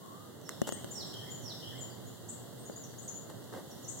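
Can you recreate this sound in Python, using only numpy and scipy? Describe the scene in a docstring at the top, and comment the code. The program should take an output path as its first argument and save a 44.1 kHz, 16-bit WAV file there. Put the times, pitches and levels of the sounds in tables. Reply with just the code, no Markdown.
"""A lawn among trees. A far songbird repeats a falling whistle with two softer notes, small birds
chip high and thin, and one faint hoarse call comes from far off. Leaves and trunks scatter each call
into echoes. A hand-held camera clicks and rings as it is knocked, and fingers rub its case.
Underneath lie a low outdoor rumble, a faint hum and microphone hiss with a thin whine."""
import sys
import numpy as np
from scipy import signal
from scipy.fft import rfft, irfft
from scipy.io import wavfile

SR = 44100
rng = np.random.default_rng(int(sys.argv[2]) if len(sys.argv) > 2 else 0)


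def pcm_store(signal):
    """Save signal as 16-bit PCM."""
    levels = np.round(np.clip(np.atleast_2d(signal), -1, 1) * 32767)
    wavfile.write(sys.argv[1], SR, levels.astype(np.int16).T)


N = 176400
T = np.arange(N) / SR
SONG_ECHO_S, CALL_ECHO_S = 1, 0.46  # time for the echoes to fade by 60 dB

# Tone colour of ticks and rustles on the camera case: f/Hz, level/dB
TICK_COLOUR = [(400, -12), (900, -5), (1800, -2), (3000, -5), (5000, -11.5), (7300, 1), (10000, -11),
               (16000, -17)]
# The bass comes from the right: f/Hz, left over right/dB
BASS_LEAN = [(220, -4.5), (450, -0.5)]


def from_db(db):
    """Turn decibels into a number to multiply by."""
    return 10 ** (np.asarray(db) / 20)


def rms_one(x):
    """Scale a sound so that its average strength (rms) is 1."""
    return x / np.sqrt(np.mean(x ** 2) + 1e-20)


def at_hz(points, hz):
    """Look up a frequency in a table, sliding between rows on a scale of octaves."""
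    row_hz, values = np.transpose(points)
    return np.interp(np.log(hz + 1e-3), np.log(row_hz), values)


def colour(x, points):
    """Make each frequency louder or softer, as a table says."""
    size = 2 * N
    gains = from_db(at_hz(points, np.fft.rfftfreq(size, 1 / SR)))
    cepstrum = irfft(np.log(gains))
    # Folding this in half makes the filter ring only after a sound, never before.
    cepstrum[1:N] *= 2
    cepstrum[N + 1:] = 0
    return irfft(rfft(x, size) * np.exp(rfft(cepstrum)))[..., :N]


def drift(per_s, size):
    """A wandering line that heads for a new random value per_s times a second."""
    targets = rng.standard_normal(int(size / SR * per_s) + 2)
    return np.interp(np.arange(size) / SR * per_s, np.arange(len(targets)), targets)


def pan(db):
    """Left and right gains; positive db moves a sound to the left."""
    return from_db(np.array([[db], [-db]]) / 2) / np.sqrt((from_db(db) + from_db(-db)) / 2)


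def add(out, start, x):
    """Mix a sound in at a start time in seconds."""
    i = int(start * SR)
    out[..., i:i + x.shape[-1]] += x[..., :max(N - i, 0)]


def wide_noise():
    """Even noise, partly shared by the two microphones."""
    # How alike the two sides are: f/Hz, likeness (1 = the same)
    likeness = [(130, 0.24), (260, -0.017), (600, 0.16), (1050, 0.91), (3000, -0.11)]
    hz = np.fft.rfftfreq(N, 1 / SR)
    alike, signs = np.clip(at_hz(likeness, hz), -1, 1), np.array([[1], [-1]])
    shared, opposed = rfft(rng.standard_normal((2, N)))
    spectrum = np.sqrt(1 + alike) * shared + np.sqrt(1 - alike) * opposed * signs
    return irfft(spectrum * from_db(signs * at_hz(BASS_LEAN, hz) / 2), N)


def hum(db, hz=119.9):
    """A low tone whose loudness and pitch waver separately on each side."""
    sides = []
    for _ in range(2):
        loudness = from_db(db + 6.5 * drift(16, N))
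        phase = 2 * np.pi * hz * T + 1.3 * drift(18, N) + rng.uniform(0, 2 * np.pi)
        sides.append(loudness * np.sin(phase))
    return np.sqrt(2) * np.array(sides) * pan(at_hz(BASS_LEAN, hz))


def background(whine_hz=10482, whine_db=-83):
    """Distant rumble and a hum, with microphone hiss and a thin, steady whine."""
    # Tone colour of the rumble: f/Hz, level/dB
    rumble_colour = [(45, -14.5), (70, -14), (100, -1), (130, -1.5), (165, -2), (330, -5), (580, -8.5),
                     (900, -17), (2000, -25), (6000, -44.5)]
    # Tone colour of the hiss: f/Hz, level/dB
    hiss_colour = [(1000, -23), (3300, 6), (4300, 4), (5300, -2.5), (7200, 4), (9500, -1.5), (12500, 0.5),
                   (14500, 0.5)]
    # Loudness over time: t/s, rumble/dB, hiss/dB, hum/dB
    loudness = [(0, -52.5, -58, -79), (.4, -50, -59.5, -66), (.75, -47.5, -54.5, -56.5),
                (2.1, -49.5, -56, -53.5), (2.8, -50, -56.5, -61), (3.6, -49, -57, -56.5),
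                (4, -50, -55, -59.5)]
    times, *levels = np.transpose(loudness)
    rumble_db, hiss_db, hum_db = (np.interp(T, times, db) for db in levels)
    low_hum = hum(hum_db)
    whine = np.sqrt(2) * from_db(whine_db) * np.sin(2 * np.pi * whine_hz * T)
    rumble = from_db(rumble_db + .5 * drift(9.67, N)) * rms_one(colour(wide_noise(), rumble_colour))
    hiss = from_db(hiss_db + .5 * drift(7.6, N)) * rms_one(colour(wide_noise(), hiss_colour))
    return rumble + hiss + low_hum + whine


def knocks(tick_fade_s=0.0077, grip_ticks_per_s=5, grip_db=-45, drop_db_per_octave=5.5):
    """Each knock ticks and sets the camera body ringing; the grip adds faint ticks at random."""
    # Knocks on the body: t/s, thump/dB, tick/dB, favoured f/Hz
    hits = [(0.4923, -66, -23.5, 600), (0.6173, -16, -25, 262), (0.6742, -33, -34, 428),
            (0.6909, -27, -23, 550), (0.7233, -27, -25, 420), (0.8443, -31, -29.5, 330),
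            (1.14, -62, -35, 600), (2.698, -29.5, -62, 580)]
    # The body's ringing tones; the low ones rock the two microphones in opposite directions:
    # f/Hz, level/dB, time to fade 60 dB/s, right gain over left
    body_tones = [(232, 0.5, 0.032, -.55), (356, -2, 0.038, -0.91), (572, -5, 0.028, 0.37),
                  (674, -8.5, 0.021, 0.46), (1250, -3.5, 0.0027, 0.95)]
    thumps, t = np.zeros((2, N)), T[:SR // 10]
    contacts = (rng.random(N) < grip_ticks_per_s / SR) * from_db(grip_db)
    for start, thump_db, tick_db, favoured_hz in hits:
        for hz, db, fade_s, right in body_tones:
            level = thump_db + db - drop_db_per_octave * abs(np.log2(hz / favoured_hz))
            ring = from_db(level - 60 * t / fade_s) * np.sin(2 * np.pi * hz * t)
            add(thumps, start, ring * np.array([[1], [right]]))
        contacts[int(start * SR)] += from_db(tick_db)
    tick_loudness = signal.fftconvolve(contacts, from_db(-60 * t / tick_fade_s))[:N]
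    return thumps + colour(tick_loudness * wide_noise(), TICK_COLOUR)


def rubs(slips_per_s=4500, swell_s=0.0034):
    """Skin slides over the case in many tiny slips; each rub swells fast and fades."""
    # Finger strokes: t/s, length/s, low scrape/dB, high rustle/dB
    strokes = [(0.485, 0.088, -54, -60.5), (0.669, 0.038, -45, -45), (3.296, 0.025, -49, -57),
               (3.523, 0.096, -44, -79)]
    # Tone colour of the low scrape: f/Hz, level/dB
    scrape_colour = [(100, -18), (300, 14.5), (600, 14.5), (1800, 0.5), (3500, -5.5), (16000, -18.5)]
    slipping = rng.random(N) < slips_per_s / SR
    slips = slipping * (rng.standard_normal(N) + 0.78 * rng.standard_normal((2, N)))
    low, high = np.zeros(N), np.zeros(N)
    for start, length, low_db, high_db in strokes:
        t = T[:int(length * SR)]
        stroke = np.minimum(t / swell_s, 1) * np.sqrt(1 - t / length)
        add(low, start, stroke * from_db(low_db))
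        add(high, start, stroke * from_db(high_db))
    return low * rms_one(colour(slips, scrape_colour)) + high * rms_one(colour(slips, TICK_COLOUR))


def foliage(x, fade_s, early_fade_s=0.056, early_db=-1, swell_s=.01):
    """Many small echoes from leaves and trunks, the nearest first, different on each side."""
    t = T[:SR]
    fade = from_db(-60 * t / fade_s) + from_db(early_db - 60 * t / early_fade_s)
    echoes = rng.standard_normal((2, SR)) * fade * np.minimum(t / swell_s, 1)
    return signal.fftconvolve(x[None], rms_one(echoes) / np.sqrt(SR), axes=1)[:, :N]


def whistle(hz, db, waver_hz, flutter_db=3.5, edge_s=.005):
    """A bird's tone, roughened by fast wobbles in pitch and loudness."""
    t = T[:len(hz)]
    soft_ends = np.clip(np.minimum(t, t[-1] - t) / edge_s, 0, 1)
    phase = 2 * np.pi * np.cumsum(hz + waver_hz * drift(394.3, len(t))) / SR
    loudness = from_db(db + flutter_db * drift(228.3, SR)[:len(t)])
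    return np.sqrt(2) * soft_ends * loudness * np.sin(phase)


def sing(note, waver_hz):
    """A whistle that glides through a note's rows of time, pitch and level."""
    times, hz, db = np.transpose(note)
    t = np.arange(times[0], times[-1], 1 / SR)
    return whistle(np.interp(t, times, hz), np.interp(t, times, db), waver_hz)


def far_bird():
    """A hoarse low call from far off, heard only as echoes from the trees."""
    # The rising call: t/s, f/Hz, level/dB
    note = [(0, 1068, -60.5), (.1, 1098, -57), (0.251, 1330, -64)]
    call = np.zeros(N)
    add(call, 0, sing(note, waver_hz=65))
    return foliage(call, CALL_ECHO_S)


def small_birds(left_db=5.5, chip_echo_db=2):
    """Tiny high whistles that curve or sweep in pitch, each with a short wash of echoes."""
    # Curved chips: t/s, length/s, start f/Hz, middle f/Hz, end f/Hz, level/dB
    chips = [(0.701, 0.035, 6460, 6880, 6570, -54), (0.725, 0.0248, 7800, 8370, 7920, -49.5),
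             (0.906, 0.02, 6500, 7240, 7200, -47), (0.93, 0.036, 8000, 8250, 8160, -59.5),
             (1.058, 0.021, 6840, 7480, 7300, -59), (1.299, 0.032, 6370, 7220, 7160, -50),
             (1.345, 0.022, 6600, 6980, 6800, -50.5), (1.781, 0.033, 7700, 7530, 7350, -57),
             (1.806, .034, 6700, 7200, 6970, -47), (1.892, 0.038, 5030, 4790, 4620, -67),
             (2.062, 0.034, 6560, 7140, 7100, -59), (2.584, 0.07, 8550, 8500, 8300, -61.5),
             (2.652, 0.024, 7470, 6700, 6700, -52), (2.72, 0.02, 4470, 4760, 4900, -61.5),
             (2.759, 0.027, 6230, 7050, 7220, -50), (2.903, 0.019, 4800, 4550, 4350, -66),
             (3.014, 0.057, 7700, 8100, 7950, -60.5), (3.14, 0.044, 6660, 7070, 6840, -48.5),
             (3.892, 0.022, 7380, 7300, 7500, -57)]
    # Straight sweeps: t/s, length/s, start f/Hz, end f/Hz, level/dB, left over right/dB, echo/dB
    sweeps = [(0.72, 0.015, 5870, 8060, -56, 2, 11), (2.283, 0.016, 5350, 9260, -48, -13, 8),
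              (2.831, 0.016, 7150, 5500, -51, -12, 2), (2.981, 0.015, 5980, 8000, -51, 1, 4),
              (3.076, 0.016, 7600, 5340, -47.5, -8, 6), (3.693, 0.031, 7350, 5070, -60.5, -13, 1.5),
              (3.827, .034, 7500, 5050, -57, -14, 1), (3.875, 0.017, 5370, 9020, -46.5, -5, 12),
              (3.966, 0.033, 7940, 5440, -54, -9, 5)]
    direct, to_trees = np.zeros((2, N)), np.zeros(N)
    for start, length, first, middle, last, db in chips:
        position = np.linspace(-1, 1, int(length * SR))
        bend_hz = (np.where(position < 0, first, last) - middle) * position ** 2
        tone = whistle(middle + bend_hz, db, waver_hz=165)
        add(direct, start, tone * pan(left_db))
        add(to_trees, start, tone * from_db(chip_echo_db))
    for start, length, first, last, db, side_db, echo_db in sweeps:
        tone = whistle(np.linspace(first, last, int(length * SR)), db, waver_hz=110)
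        add(direct, start, tone * pan(side_db))
        add(to_trees, start, tone * from_db(echo_db))
    return direct + foliage(to_trees, CALL_ECHO_S) * pan(left_db)


def songbird(echo_db=4):
    """Each phrase is a falling whistle, a held note heard mostly as echo, and a faint low rise."""
    # The falling whistle: time into phrase/s, f/Hz, level/dB
    falling = [(0, 6430, -12), (.04, 5780, -4), (.068, 5400, 6.5), (.086, 4800, -4.5), (.099, 4166, 6.5),
               (.126, 3115, -3)]
    # The held note: time into phrase/s, f/Hz, level/dB
    held = [(.21, 3050, -6.5), (.25, 3164, -8), (.29, 3250, -10), (.31, 3221, -31)]
    # The rising note: time into phrase/s, f/Hz, level/dB
    rising = [(.305, 1790, -21), (.35, 1950, -20.5), (.39, 2270, -18)]
    # Phrases of the song: t/s, falling whistle/dB, softer notes/dB
    phrases = [(0.409, -63, -49), (0.912, -52.5, -45), (1.406, -51.5, -45)]
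    direct, to_trees = np.zeros((2, N)), np.zeros(N)
    for start, falling_db, soft_db in phrases:
        notes = ((falling, falling_db, pan(-13), 90),
                 (held, soft_db, from_db(-9) * pan(10), 125),
                 (rising, soft_db, from_db(3), 125))
        for note, db, direct_gain, waver_hz in notes:
            tone = from_db(db) * sing(note, waver_hz)
            note_start = start + note[0][0]
            add(direct, note_start, tone * direct_gain)
            add(to_trees, note_start, tone)
    return direct + from_db(echo_db) * foliage(to_trees, SONG_ECHO_S)


def scene():
    """Background, camera handling and birds together."""
    return background() + knocks() + rubs() + songbird() + small_birds() + far_bird()


def record(dry, low_cut_hz=101, high_cut_hz=15900):
    """The recorder thins the deep bass, scoops out a narrow band and cuts the highest treble."""
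    # The scooped-out band: f/Hz, level/dB
    notch = [(1950, 1.5), (2150, -3.5), (2330, -32.5), (2570, -16), (2790, 0.5), (3100, 1)]
    bass_cut = signal.butter(2, low_cut_hz, "high", fs=SR, output="sos")
    treble_cut = signal.ellip(10, .2, 70, high_cut_hz, fs=SR, output="sos")
    thinned = signal.sosfilt(bass_cut, dry)
    return signal.sosfilt(treble_cut, colour(thinned, notch))


dry = scene()
out = record(dry)
pcm_store(out)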